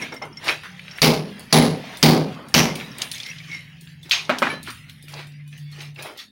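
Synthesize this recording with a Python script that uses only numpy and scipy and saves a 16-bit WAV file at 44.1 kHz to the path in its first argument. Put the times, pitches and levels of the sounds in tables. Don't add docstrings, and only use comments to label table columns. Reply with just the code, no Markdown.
import sys
import numpy as np
from scipy import signal
from scipy.fft import rfft, irfft, next_fast_len
from scipy.io import wavfile
from scipy.ndimage import uniform_filter1d, map_coordinates

SR = 44100
rng = np.random.default_rng(int(sys.argv[2]) if len(sys.argv) > 2 else 0)


def store_pcm(level_fs):
    pcm = np.round(np.clip(level_fs, -1, 1) * 32767).astype(np.int16)
    wavfile.write(sys.argv[1], SR, np.atleast_2d(pcm).T)


def ratio_of_db(decibels):
    return 10 ** (np.asarray(decibels, float) / 20)


N = 278263

# (time [s], peak [dB], wall boom [dB], steel ring [dB], crumble [dB])
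BLOWS = [
    (1.018, -8.5, 2, 3.5, 0.5),
    (1.5264, -5, 3.5, -1, -1),
    (2.0279, -2, 2, -3.5, -2.5),
    (2.5412, -8, -3, 1, 1.5),
]
# (time [s], peak [dB], centre [Hz], width [octaves], t60 [s])
DROPS = [
    (4.111, 4, 3000, 0.6, 0.04),
    (4.1142, 0, 3600, 0.47, 0.068),
    (4.1182, 6.5, 3030, 0.87, 0.29),
    (4.2946, -1, 1210, 1.3, 0.22),
    (4.3, -2, 990, 1.6, 0.39),
    (4.4205, -2, 1166, 1.4, 0.097),
    (4.426, 1.5, 1200, 1.45, 0.37),
]


def unit(x):
    return x / np.sqrt(np.mean(x ** 2) + 1e-20)


def along(points, hz):
    f, v = np.transpose(points)
    return np.interp(np.log(hz + 1), np.log(f + 1), v)


def filtered(x, response):
    m = next_fast_len(x.shape[-1] + 2048)
    return irfft(rfft(x, m) * response(np.fft.rfftfreq(m, 1 / SR)), m)[:x.shape[-1]]


def coloured(x, points):
    return unit(filtered(x, lambda hz: ratio_of_db(along(points, hz))))


def add(track, s, sound):
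    part = track[round(s * SR):][:len(sound)]
    part += sound[:len(part)]


def rise(t, tau_s):
    return 1 - np.exp(-t / tau_s)


def decay(t, db, t60_s):
    return ratio_of_db(db - 60 * t / t60_s)


def sine(hz, t):
    return np.sin(2 * np.pi * hz * t)


def wobble(rate):
    return map_coordinates(rng.standard_normal(int(N * rate / SR) + 4), [np.arange(N) * rate / SR])


def dying(times, t60_s):
    t = np.arange(N) / SR
    return sum((t >= s) * decay((t - s).clip(0), db, t60_s) for s, db in times)


def ring(modes, t, spread_db, damp_hz):
    steps = rng.standard_normal((len(modes), len(t)))
    wander = np.cumsum(steps, axis=1) * np.sqrt(2 * np.pi * damp_hz / SR)
    out = np.zeros(len(t))
    for (hz, db, t60), phase in zip(modes, wander):
        level_db = db + spread_db * rng.standard_normal()
        out += decay(t, level_db, t60) * np.sin(2 * np.pi * hz * t + phase)
    return out


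def tail(colour, hold_s):
    # (frequency [Hz], t60 [s])
    room = [(80, 0.36), (200, 0.59), (600, 0.52), (2000, 0.34), (5000, 0.34), (9000, 0.29), (15000, 0.25)]
    hz, t, z = signal.stft(rng.standard_normal(SR * 2 // 3), SR, nperseg=256)
    fall = decay((t - hold_s).clip(0), 0, along(room, hz)[:, None])
    return coloured(signal.istft(z * fall, SR, nperseg=256)[1], colour)


def knocks(events, click_s, wet_db):
    out, t = np.zeros(N), np.arange(SR // 5) / SR
    for s, db, centre_hz, octaves, t60 in events:
        burst = unit(filtered(rng.standard_normal(len(t)),
                              lambda hz: np.exp(-(np.log2((hz + 1) / centre_hz) / octaves) ** 2)))
        shape = (decay(t, 0, click_s) + decay(t, wet_db, t60)) * rise(t, 0.00075)
        add(out, s, ratio_of_db(db - 5.5) * burst * shape)
    return filtered(out, lambda hz: 1 / (1 + (170 / (hz + 1)) ** 4) / (1 + (hz / 8000) ** 6) ** .5)


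def hammer():
    # (frequency [Hz], level [dB], t60 [s])
    wall_modes = [(186, -10, 0.54), (546, -12, 0.4), (1043, -15, 0.35), (270.3, -6.5, 0.47),
                  (342.3, -7.5, 0.45), (383, -9, 0.54), (426, -5.5, 0.48), (462, -8, 0.49), (512, -7, 0.46),
                  (619, -14, 0.51), (752, -13, 0.52), (689, -14.5, .4), (921, -13, 0.34)]
    # (frequency [Hz], level [dB], split [Hz], t60 [s])
    panel_modes = [(156.6, 1.5, 7.5, .6), (237.2, 5.5, 4, .32), (806, -4, 5, .27)]
    # (frequency [Hz], level [dB], t60 [s])
    shank = [(4570, 12.5, 0.058), (5540, 6.5, 0.056), (10300, -15, 0.57), (10900, -38.5, 0.3)]
    # (frequency [Hz], density [dB per Hz])
    struck = [
        [(880, -12), (1500, -10.5), (1940, -10), (2120, -2.5), (3090, -8), (3690, -6.5), (5120, -6),
         (7920, -25), (10200, -16.5), (12100, -22.5), (16000, -16)],
        [(880, -40.5), (1500, -8.5), (2140, -1.5), (2560, -8.5), (4330, -3.5), (9190, -23.5), (10100, -4),
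         (11200, -16.5), (11500, -31.5), (14600, -19), (16000, -14)],
        [(880, -28.5), (1500, -4), (1880, -6), (2100, -1), (2490, -6), (4000, -4.5), (4550, -0.5), (7540, -20),
         (10000, -15.5), (13100, -23.5), (16000, -8.5)],
        [(880, -5.5), (1500, -7.5), (1590, -7), (2120, -4), (2940, -3), (3450, -9.5), (4830, -8), (5830, -3),
         (7460, -21.5), (12900, -20), (16000, -20.5)],
    ]
    # (frequency [Hz], density [dB per Hz])
    thud = [(29, -77), (50, -25), (118, -15), (155, -9), (204, -11.5), (239, -11), (487, -14.5),
            (786, -16.5), (1250, -22), (2080, -59), (3520, -120)]
    tail_cut_s = [.31, .292, .3, .55]
    knock_hz, knock_db, knock_t60_s = 1296, -12, 0.017
    slap_s, slap_hz, slap_db, slap_t60_s = .0725, 330, 9, .018

    out, t = np.zeros(N), np.arange(SR * 3 // 5) / SR
    for (s, db, boom_db, steel_db, crumble_db), colour, cut_s in zip(BLOWS, struck, tail_cut_s):
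        crack = filtered(rng.standard_normal(len(t)), lambda hz: 1 / (1 + ((hz - 4600) / 2200) ** 2))
        crack = crack * decay(t, 4.5, 0.016) * rise(t, .0008)

        spurts = ratio_of_db(2.8 * unit(uniform_filter1d(rng.standard_normal(len(t)), size=90)))
        crumble = tail(colour, hold_s=0.051)[:len(t)] * rise(t, 0.00031)
        crumble = ratio_of_db(crumble_db - 19) * spurts * crumble

        wall = ratio_of_db(4.5) * ring(wall_modes, t, 2.1, damp_hz=6) * rise(t, 0.045)
        wall += ratio_of_db(-12.5) * tail(thud, hold_s=0.063)[:len(t)]
        panel = sum(decay(t, level, t60) * np.sin(np.pi * split * t) * sine(hz, t)
                    for hz, level, split, t60 in panel_modes)
        late = (t - slap_s).clip(0)
        slap = decay(late, slap_db, slap_t60_s) * sine(slap_hz, late)
        boom = ratio_of_db(boom_db - 9.5) * (wall + slap + ratio_of_db(6) * panel) * rise(t, 0.0056)

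        knock = decay(t, knock_db, knock_t60_s) * sine(knock_hz, t)
        steel = ratio_of_db(steel_db - 16.5) * ring(shank, t, 1.3, damp_hz=354)
        gate = ratio_of_db(-16 * np.clip((t - cut_s) / 0.00586, 0, 1))
        add(out, s, ratio_of_db(db + 2.5) * gate * (crack + crumble + knock + boom + steel))
    return out


def chisel():
    # (time [s], peak [dB], low mode [dB], high mode [dB], high mode [Hz])
    taps = [(0.0209, -17, -8, -9, 5540), (0.1231, -27.5, -7, -6, 5470), (0.1644, -27.5, -8, -6.5, 5430),
            (0.221, -31, 3, 1, 5420), (0.3282, -34, -20, -7, 5380), (0.3716, -20, -17, -7.5, 5430),
            (0.9128, -16, -29, -16.5, 5500), (0.9594, -40.5, -26, 4, 5580), (2.6994, -17, -11.5, -17, 5400),
            (2.9144, -37, -21, 0.5, 5490), (3.2495, -26, -14, -9, 5450), (3.2605, -22.5, -11.5, -14, 5430),
            (3.2869, -24, -6.5, -10, 5500), (3.3, -26.5, -14, -4.5, 5750), (3.4805, -40, -3, -12, 5560),
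            (3.5149, -20.5, -6.5, -21, 5606), (3.5294, -29.5, 0.5, -12, 5640),
            (3.5463, -22.5, -5.5, -9.5, 5520), (3.5663, -23.5, -10, -15, 5450),
            (3.4988, -31, -4, -20, 5680), (3.5901, -33.5, -6, -14, 5540), (3.615, -39, -7, -14, 5480)]
    # (frequency [Hz], t60 [s])
    bending = [(2115, 0.11), (5440, 0.051)]
    # (frequency [Hz], level [dB], t60 [s])
    handle = [(256.2, -9, 0.4), (632, 1, 0.073), (1303, 7, 0.018), (1520, -8.5, 0.09), (1920, -12, 0.092),
              (2150, -9, 0.076), (2430, -13, .15), (2845, -16, .15)]
    # (frequency [Hz], level [dB], t60 [s])
    head = [(2550, -6.5, 0.24), (4700, -7, 0.13), (6400, -10, 0.25)]
    # (frequency [Hz], level [dB], t60 [s])
    clink = [(1739, -2, 0.28), (2294, 8, .087), (3100, -15, 0.47), (4021, -10.5, 0.3), (5270, -19, .16),
             (10300, -11.5, 0.13)]
    # (frequency [Hz], level [dB], t60 [s])
    rock = [(1739, -16, .3), (4021, -10, 0.29)]
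    clink_s, rock_s, clink_db = 4.4995, 4.526, -26

    out, t = np.zeros(N), np.arange(SR // 3) / SR
    for s, db, *levels, high_hz in taps:
        shift = high_hz / bending[1][0]
        modes = [(hz * shift, level, t60) for (hz, t60), level in zip(bending, levels)]
        tick = filtered(rng.standard_normal(len(t)), lambda hz: 1 / (1 + ((hz - 4000) / 2500) ** 4))
        tick = tick * decay(t, -4, 0.0045) * rise(t, 0.00027)
        add(out, s, ratio_of_db(db + 2.5) * (ring(modes, t, 0, damp_hz=24.8) * rise(t, 0.0017) + tick))
    for s, db, *_ in DROPS[3:]:
        add(out, s, ratio_of_db(db - 15) * ring(handle, t, 1.2, damp_hz=30))
    add(out, DROPS[2][0], ratio_of_db(-13.5) * ring(head, t, 0, damp_hz=90))
    add(out, clink_s, ratio_of_db(clink_db) * ring(clink, t, 0, damp_hz=4) * rise(t, 0.002))
    add(out, rock_s, ratio_of_db(clink_db) * ring(rock, t, 0, damp_hz=5) * rise(t, 0.004))
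    return filtered(out, lambda hz: 1 / (1 + (170 / (hz + 1)) ** 4))


def chips():
    # (time [s], peak [dB], centre [Hz])
    falling = [(0.1225, -27, 1500), (0.217, -26, 1500), (0.432, -30, 2160), (0.438, -28, 900),
               (0.471, -15, 800), (0.48, -9.5, 3300), (0.487, -6, 2180), (0.794, -27.5, 2460),
               (0.88, -24, 2280), (0.9845, -19, 2140), (1.839, -25, 736), (2.754, -19, 2950),
               (2.81, -21, 2250), (2.986, -26, 3060), (3.018, -8.5, 4630), (3.115, -16.5, 3970),
               (3.146, -31, 6300), (3.154, -25, 3600), (3.181, -24, 4570), (3.2014, -24, 4500),
               (3.263, -23.5, 3500), (3.232, -22, 3630), (3.384, -25.5, 3400), (3.44, -33, 3000),
               (3.85, -43, 4300), (3.873, -33.5, 2700), (4.095, -26, 4500), (4.032, -38.5, 3440),
               (4.0914, -33, 1016), (4.251, -25, 3950), (4.385, -17, 4300), (4.469, -6.5, 1290),
               (4.896, -27, 2710), (5.082, -31.5, 2525), (5.135, -27, 805), (5.139, -25, 4000),
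               (5.32, -42, 4730), (4.629, -37, 3010), (4.703, -27, 3600), (5.527, -35, 2630),
               (5.805, -23.5, 3180), (5.959, -33, 2690), (5.992, -28, 2210), (6.024, -30, 5500),
               (6.177, -31, 3540)]
    # (time [s], peak [dB], centre [Hz], width [octaves], t60 [s])
    slivers = [(2.6, -7, 1800, 2.4, 0.021), (2.8, -20, 2600, 0.66, 0.041)]
    # (time [s], peak [dB],
    # centre [Hz], width [octaves], t60 [s])
    clods = [(0.4935, -5, 2100, 0.7, 0.13), (0.634, -27.5, 1500, 0.59, 0.34), (0.655, -26, 1500, 0.49, .2),
             (5.17, -33, 4100, 0.28, .4), (6.18, -32, 3700, .3, .25), (4.13, -21, 1010, .8, 0.35),
             (4.1085, -20, 4000, 0.6, .03), (4.199, -22.5, 4200, .5, .05), (4.662, -29, 2900, 0.35, 0.24),
             (4.674, -21, 1380, 0.57, 0.25)]
    octaves, t60_s = 0.81, 0.059
    small = [(s, db, hz, octaves, t60_s) for s, db, hz in falling]
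    return knocks([*small, *slivers, *clods], click_s=0.009, wet_db=-6)


def snaps():
    # (time [s], peak [dB], frequency [Hz])
    contacts = [(0.482, -17, 3200), (0.4895, -9, 2100), (0.4954, -5, 3700), (0.5265, -18, 3400),
                (0.2245, -26, 1800), (0.9118, -25, 4600), (0.9848, -24, 2600), (3.0186, -8, 4600),
                (3.0203, -8, 3600), (3.1152, -19, 4400), (3.1545, -25, 3400), (3.1825, -27, 4800),
                (3.2335, -34, 3600), (3.2618, -24, 4200), (3.3148, -28, 2800), (4.1114, 1, 3400),
                (4.115, -1, 4200), (4.1184, -1, 3280), (4.6735, -25, 2000)]
    cycles = 8
    out, t = np.zeros(N), np.arange(SR // 100) / SR
    for s, db, hz in contacts:
        add(out, s, decay(t, db + 6, cycles / hz) * sine(hz, t) * rise(t, 1 / (2.8 * hz)))
    return filtered(out, lambda hz: 1 / (1 + (1500 / (hz + 1)) ** 4) / (1 + (hz / 6500) ** 4))


def splinters():
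    # (time [s], peak [dB], frequency [Hz], t60 [s])
    pings = [(.794, -29, 2284, .03), (3.1376, -26.5, 3550, .04), (3.154, -27.5, 3200, .03),
             (3.2007, -22, 3516, 0.043), (3.314, -27, 2670, 0.043), (3.4017, -31, 2225, 0.057),
             (4.03, -36, 3540, 0.064), (4.128, -13, 2524, 0.064), (4.308, -22.5, 3920, 0.034),
             (4.476, -27, 3800, .04), (5.396, -45, 2080, 0.15), (5.528, -36.5, 2550, .05),
             (5.578, -40, 2910, 0.045), (5.724, -38.5, 4260, .08), (5.86, -38, 2340, .04),
             (5.961, -34.5, 2680, 0.044), (5.984, -35, 2274, .08), (5.995, -34.5, 3790, 0.054),
             (6.05, -29.5, 684, 0.088), (4.192, -23, 2494, 0.07), (3.146, -32.5, 6400, .09),
             (6.19, -31, 3450, 0.11)]
    # (start [s], end [s], frequency [Hz], level [dB])
    thin_notes = [(5.026, 5.058, 4900, -56), (5.44, 5.53, 2480, -58), (5.45, 5.51, 2980, -61),
                  (5.53, 5.62, 6260, -62), (5.53, 5.63, 5470, -66), (5.608, 5.72, 4610, -59.5),
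                  (5.646, 5.73, 3440, -57.5), (5.66, 5.747, 2210, -56), (5.771, 5.85, 846, -54),
                  (3.72, 3.79, 767, -67), (5.45, 5.49, 1050, -69), (0.699, 0.775, 800, -57)]
    out, t = np.zeros(N), np.arange(SR // 5) / SR
    for s, db, hz, t60 in pings:
        add(out, s, ring([(hz, db, t60)], t, 0, damp_hz=60) * rise(t, .001))
    for start, end, hz, db in thin_notes:
        swell = np.sin(np.pi * np.clip(t / (end - start), 0, 1)) ** .5
        add(out, start, np.sqrt(2) * swell * ring([(hz, db, 3)], t, 0, damp_hz=16))
    return out


def gravel(spectrum, grains_db, patchy_db):
    hits = (rng.random(N) < 300 / SR) * rng.standard_normal(N)
    grains = hits * ratio_of_db(2.9 * rng.exponential(size=N).clip(0, 2))
    z = signal.stft(rng.standard_normal(N) + ratio_of_db(grains_db) * unit(grains), nperseg=512)[2]
    field = uniform_filter1d(rng.standard_normal(z.shape), size=2, axis=0)
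    field = uniform_filter1d(field, size=14, axis=1)
    rough = signal.istft(z * ratio_of_db(patchy_db * unit(field)), nperseg=512)[1][:N]
    return coloured(rough, spectrum)


def rubble():
    # (hardest time [s], level [dB], rise [s], fall [s], coarseness [dB])
    drags = [(0.028, -30, 0.075, 0.12, -3), (0.125, -42, 0.011, 0.075, 9), (0.222, -42, 0.0057, 0.085, 16),
             (0.494, -19.5, 0.063, 0.067, -3), (0.655, -43.5, 0.052, 0.063, -5),
             (1.0, -41, 0.33, 0.016, -6), (1.4, -53.5, 0.11, 0.082, 11.5), (1.511, -43, 0.017, 0.036, -10),
             (1.95, -39.5, 0.35, 0.13, -0.5), (2.40, -53.5, 0.31, 0.21, 16), (1.3, -50.5, .1, 0.091, -19),
             (2.33, -47, 0.14, 0.078, -24), (0.52, -34, .03, 0.058, -4), (2.82, -39, 0.27, 0.18, -1),
             (3.03, -33, 0.11, 0.089, -3.5), (3.15, -40, 0.059, 0.33, -28), (3.29, -46, 0.18, 0.11, -9),
             (3.546, -42, 0.19, 0.12, -16), (4.541, -38.5, 0.3, 0.059, 7.5),
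             (4.685, -34, 0.037, 0.054, -15), (5.1, -50.5, 0.024, 0.132, -29), (5.2, -39, 0.11, 0.09, -0.5),
             (3.9, -55.5, 0.026, 0.074, -22), (4.06, -49, 0.026, 0.11, -26), (4.89, -52, 0.028, .06, -17),
             (5.735, -51.5, 0.026, .08, -29), (5.53, -50, 0.017, 0.23, -13),
             (5.82, -38.5, 0.12, 0.13, -7.5), (5.992, -37.5, 0.025, 0.2, -1),
             (6.06, -42.5, 0.015, 0.09, 7.5), (6.202, -37.5, 0.034, 0.066, -63.5)]
    # (time [s], level [dB])
    running = [(0, -69.5), (.35, -51.5), (.8, -48.5), (1.35, -48), (1.9, -45.5), (2.4, -50.5), (2.9, -52.5),
               (3.45, -47), (3.75, -49), (4.0, -53), (4.6, -51.5), (4.75, -46), (5.03, -53.5), (5.4, -52.5),
               (5.7, -61), (5.93, -69.5), (6.15, -66.5), (6.31, -84)]
    # (time [s], peak [dB])
    dust_puffs = [(0.0204, -60), (0.1408, -36.5), (0.2184, -62), (0.2538, -45.5), (0.4424, -32),
                  (0.6335, -41), (0.9766, -33.5), (1.3952, -31.5), (1.9715, -24), (2.4848, -34.5),
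                  (2.7551, -22.5), (2.9836, -29.5), (3.018, -23.5), (3.1153, -21), (3.263, -33),
                  (3.8096, -33.5), (4.0297, -37.5), (4.0954, -30.5), (4.1113, -21), (4.3859, -23.5),
                  (4.6299, -26.5), (4.7032, -28), (4.8963, -36), (5.0255, -35.5), (5.0836, -34),
                  (5.122, -39), (5.2697, -42), (5.477, -39), (5.577, -35), (5.715, -41),
                  (5.813, -36),
        (5.9455, -44),
        (6.024, -25.5),
        (6.1742, -32),
    ]
    # (frequency [Hz], density [dB per Hz])
    grit_colour = [(820, -23.5), (1400, -13), (1800, -5.5), (2400, -5), (3300, -8), (4290, -58),
                   (7260, -120)]
    # (frequency [Hz], density [dB per Hz])
    lump_colour = [(190, -23.5), (320, -5), (362, -4.5), (395, -4), (1380, -8), (1800, -23), (2340, -29.5),
                   (3960, -120)]
    # (frequency [Hz], density [dB per Hz])
    sand_colour = [(1820, -33.5), (3100, -11), (3560, 3.5), (5560, -3), (6800, -10.5), (8840, -32),
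                   (15000, -120)]
    # (frequency [Hz], density [dB per Hz])
    dust_colour = [(3820, -47.5), (6500, -11.5), (7640, -12), (8620, -8.5), (9260, -5), (12900, -14.5),
                   (15100, -12), (16000, -7.5)]

    t = np.arange(N) / SR
    s, db, rise_s, fall_s, coarse_db = np.transpose(drags)[:, :, None]
    strokes = ratio_of_db(db - 20 * np.maximum((s - t) / rise_s, (t - s) / fall_s))
    stroke = strokes.sum(axis=0)
    lump_stroke = (strokes * ratio_of_db(coarse_db)).sum(axis=0)
    sand_stroke = (strokes * ratio_of_db(-5 - 0.12 * coarse_db)).sum(axis=0)

    when_s, level_db = np.transpose(running)
    trickle = ratio_of_db(np.interp(t, when_s, level_db) + 0.94 * wobble(9))
    puff_events = dust_puffs
    snap, drift = dying(puff_events, .03), dying(puff_events, 0.36)
    puffs = ratio_of_db(-7.5) * (snap + ratio_of_db(-8) * drift)

    grit = stroke + trickle
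    lumps = lump_stroke + ratio_of_db(-19.5) * trickle
    sand = sand_stroke + ratio_of_db(-7) * trickle + ratio_of_db(-9) * puffs
    dust = ratio_of_db(-13.5) * stroke + ratio_of_db(-11.5) * trickle + puffs
    out = grit * gravel(grit_colour, grains_db=-7, patchy_db=3)
    out += lumps * gravel(lump_colour, grains_db=-7, patchy_db=2)
    out += sand * gravel(sand_colour, grains_db=-7, patchy_db=4)
    out += dust * gravel(dust_colour, grains_db=-8, patchy_db=4)
    return ratio_of_db(-3.5) * out


def feet():
    # (time [s], peak [dB], centre [Hz], width [octaves])
    shuffles = [(0.222, -29, 165, 0.2), (3.36, -48, 250, 0.27), (3.49, -39, 290, 0.43),
                (3.56, -44, 240, 0.35), (3.82, -46, 280, 0.49), (4.05, -41, 322, 0.34),
                (4.296, -22.5, 250, 0.21), (4.43, -25, 265, .25), (4.632, -34, 199, .5),
                (4.68, -39, 334, 0.43), (.3, -38, 280, 0.54), (5.04, -48, 300, 0.46),
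                (5.78, -41, 300, 0.52), (5.15, -36.5, 600, .6), (6.09, -36.5, 900, 0.74)]
    t60_s = 0.18
    return knocks([(*row, t60_s) for row in shuffles], click_s=0.071, wet_db=-5)


def motor():
    # (start [s], end [s], frequency [Hz], level [dB])
    tones = [(0.08, 0.17, 149, -52), (0.22, 0.61, 148, -48), (0.675, 0.926, 180.7, -47.5),
             (0.72, 0.945, 149.8, -49), (2.96, 3.24, 156.6, -52), (3.304, 4.108, 143, -48),
             (3.302, 4.11, 164.1, -46.5), (4.176, 4.667, 156.3, -47), (4.807, 5.042, 150.4, -48),
             (5.055, 5.137, 148, -42.5), (5.13, 5.598, 146.6, -39), (5.587, 5.937, 146.5, -36),
             (5.94, 6.058, 143.8, -46)]
    # (frequency [Hz], density [dB per Hz])
    drone_colour = [(110, -46), (132, 2), (142, -2), (152, -1), (163, -1), (178, 0), (205, -57.5)]
    # (frequency [Hz], density [dB per Hz])
    upper_colour = [(170, -34.5), (195, 4.5), (260, 0), (320, -11), (400, -49)]
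    # (frequency [Hz], density [dB per Hz])
    rumble_colour = [(15, -67.5), (25, -15.5), (43, -27), (108, -12), (128, -13.5), (170, -33.5),
                     (280, -120)]
    edge_s, wobble_db, fade_s, glow_t60_s = 0.044, 2, 6, 1.13

    t = np.arange(N) / SR
    hums = np.zeros(N)
    for start, end, hz, db in tones:
        gate = np.clip(np.minimum(t - start, end - t) / edge_s + .5, 0, 1)
        hums += ratio_of_db(db + wobble_db * wobble(7.8)) * gate * np.sqrt(2) * sine(hz, t)

    blows = [(s, 0) for s, *_ in BLOWS]
    landings = [(s, -18) for s, *_ in DROPS[3::2]]
    glow = dying(blows + landings + [(0, -15.5)], glow_t60_s)
    fade = ratio_of_db(-70 * (t - fade_s).clip(0))
    low = (ratio_of_db(-57.5) * fade + ratio_of_db(-30.5) * glow) * coloured(rng.standard_normal(N), drone_colour)
    upper = (ratio_of_db(-60.5) + ratio_of_db(-26.5) * glow) * coloured(rng.standard_normal(N), upper_colour)

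    swell_db = 5.4 * np.exp(-((t - 4.55) / 0.4) ** 2) - 31 * (t - 5.9).clip(0)
    rumble_gain = ratio_of_db(-53.5 + swell_db + 1.5 * wobble(5))
    return hums + low + upper + rumble_gain * coloured(rng.standard_normal(N), rumble_colour)


def scene():
    tools = hammer() + chisel() + knocks(DROPS, click_s=0.0035, wet_db=-15.5)
    debris = chips() + snaps() + splinters() + rubble()
    return (tools + debris + feet() + motor())[None]


def hushed(x):
    # (frequency [Hz], level [dB per bin])
    hush = [(300, -94), (1000, -81), (2300, -77), (4500, -78), (12000, -92.5)]
    depth_db = -14
    hz, _, z = signal.stft(x, SR, nperseg=512)
    power = uniform_filter1d(np.abs(z) ** 2, size=3, axis=0)
    power = np.abs(uniform_filter1d(power, size=6, axis=1))
    floor = ratio_of_db(2 * along(hush, hz))[:, None]
    gain = np.maximum(power / (power + floor), ratio_of_db(depth_db))
    return signal.istft(z * gain, SR, nperseg=512)[1][:N]


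def band_limit(x):
    return signal.sosfilt(signal.butter(12, 17010, fs=SR, output="sos"), x)


def record(dry):
    ceiling_db, top_hz, low_cut_hz = -10, 15900, 35
    level = np.sqrt(np.abs(uniform_filter1d(dry[0] ** 2, size=800, origin=390)) + 1e-12)
    held = dry[0] / (1 + (level / ratio_of_db(ceiling_db)) ** 3) ** (1 / 3)
    held = filtered(hushed(held), lambda hz: (hz < top_hz) / (1 + (low_cut_hz / (hz + 1)) ** 2))
    clipped = held / (1 + np.abs(held) ** 10) ** .1
    return band_limit(clipped[None])


dry = scene()
out = record(dry)
store_pcm(out)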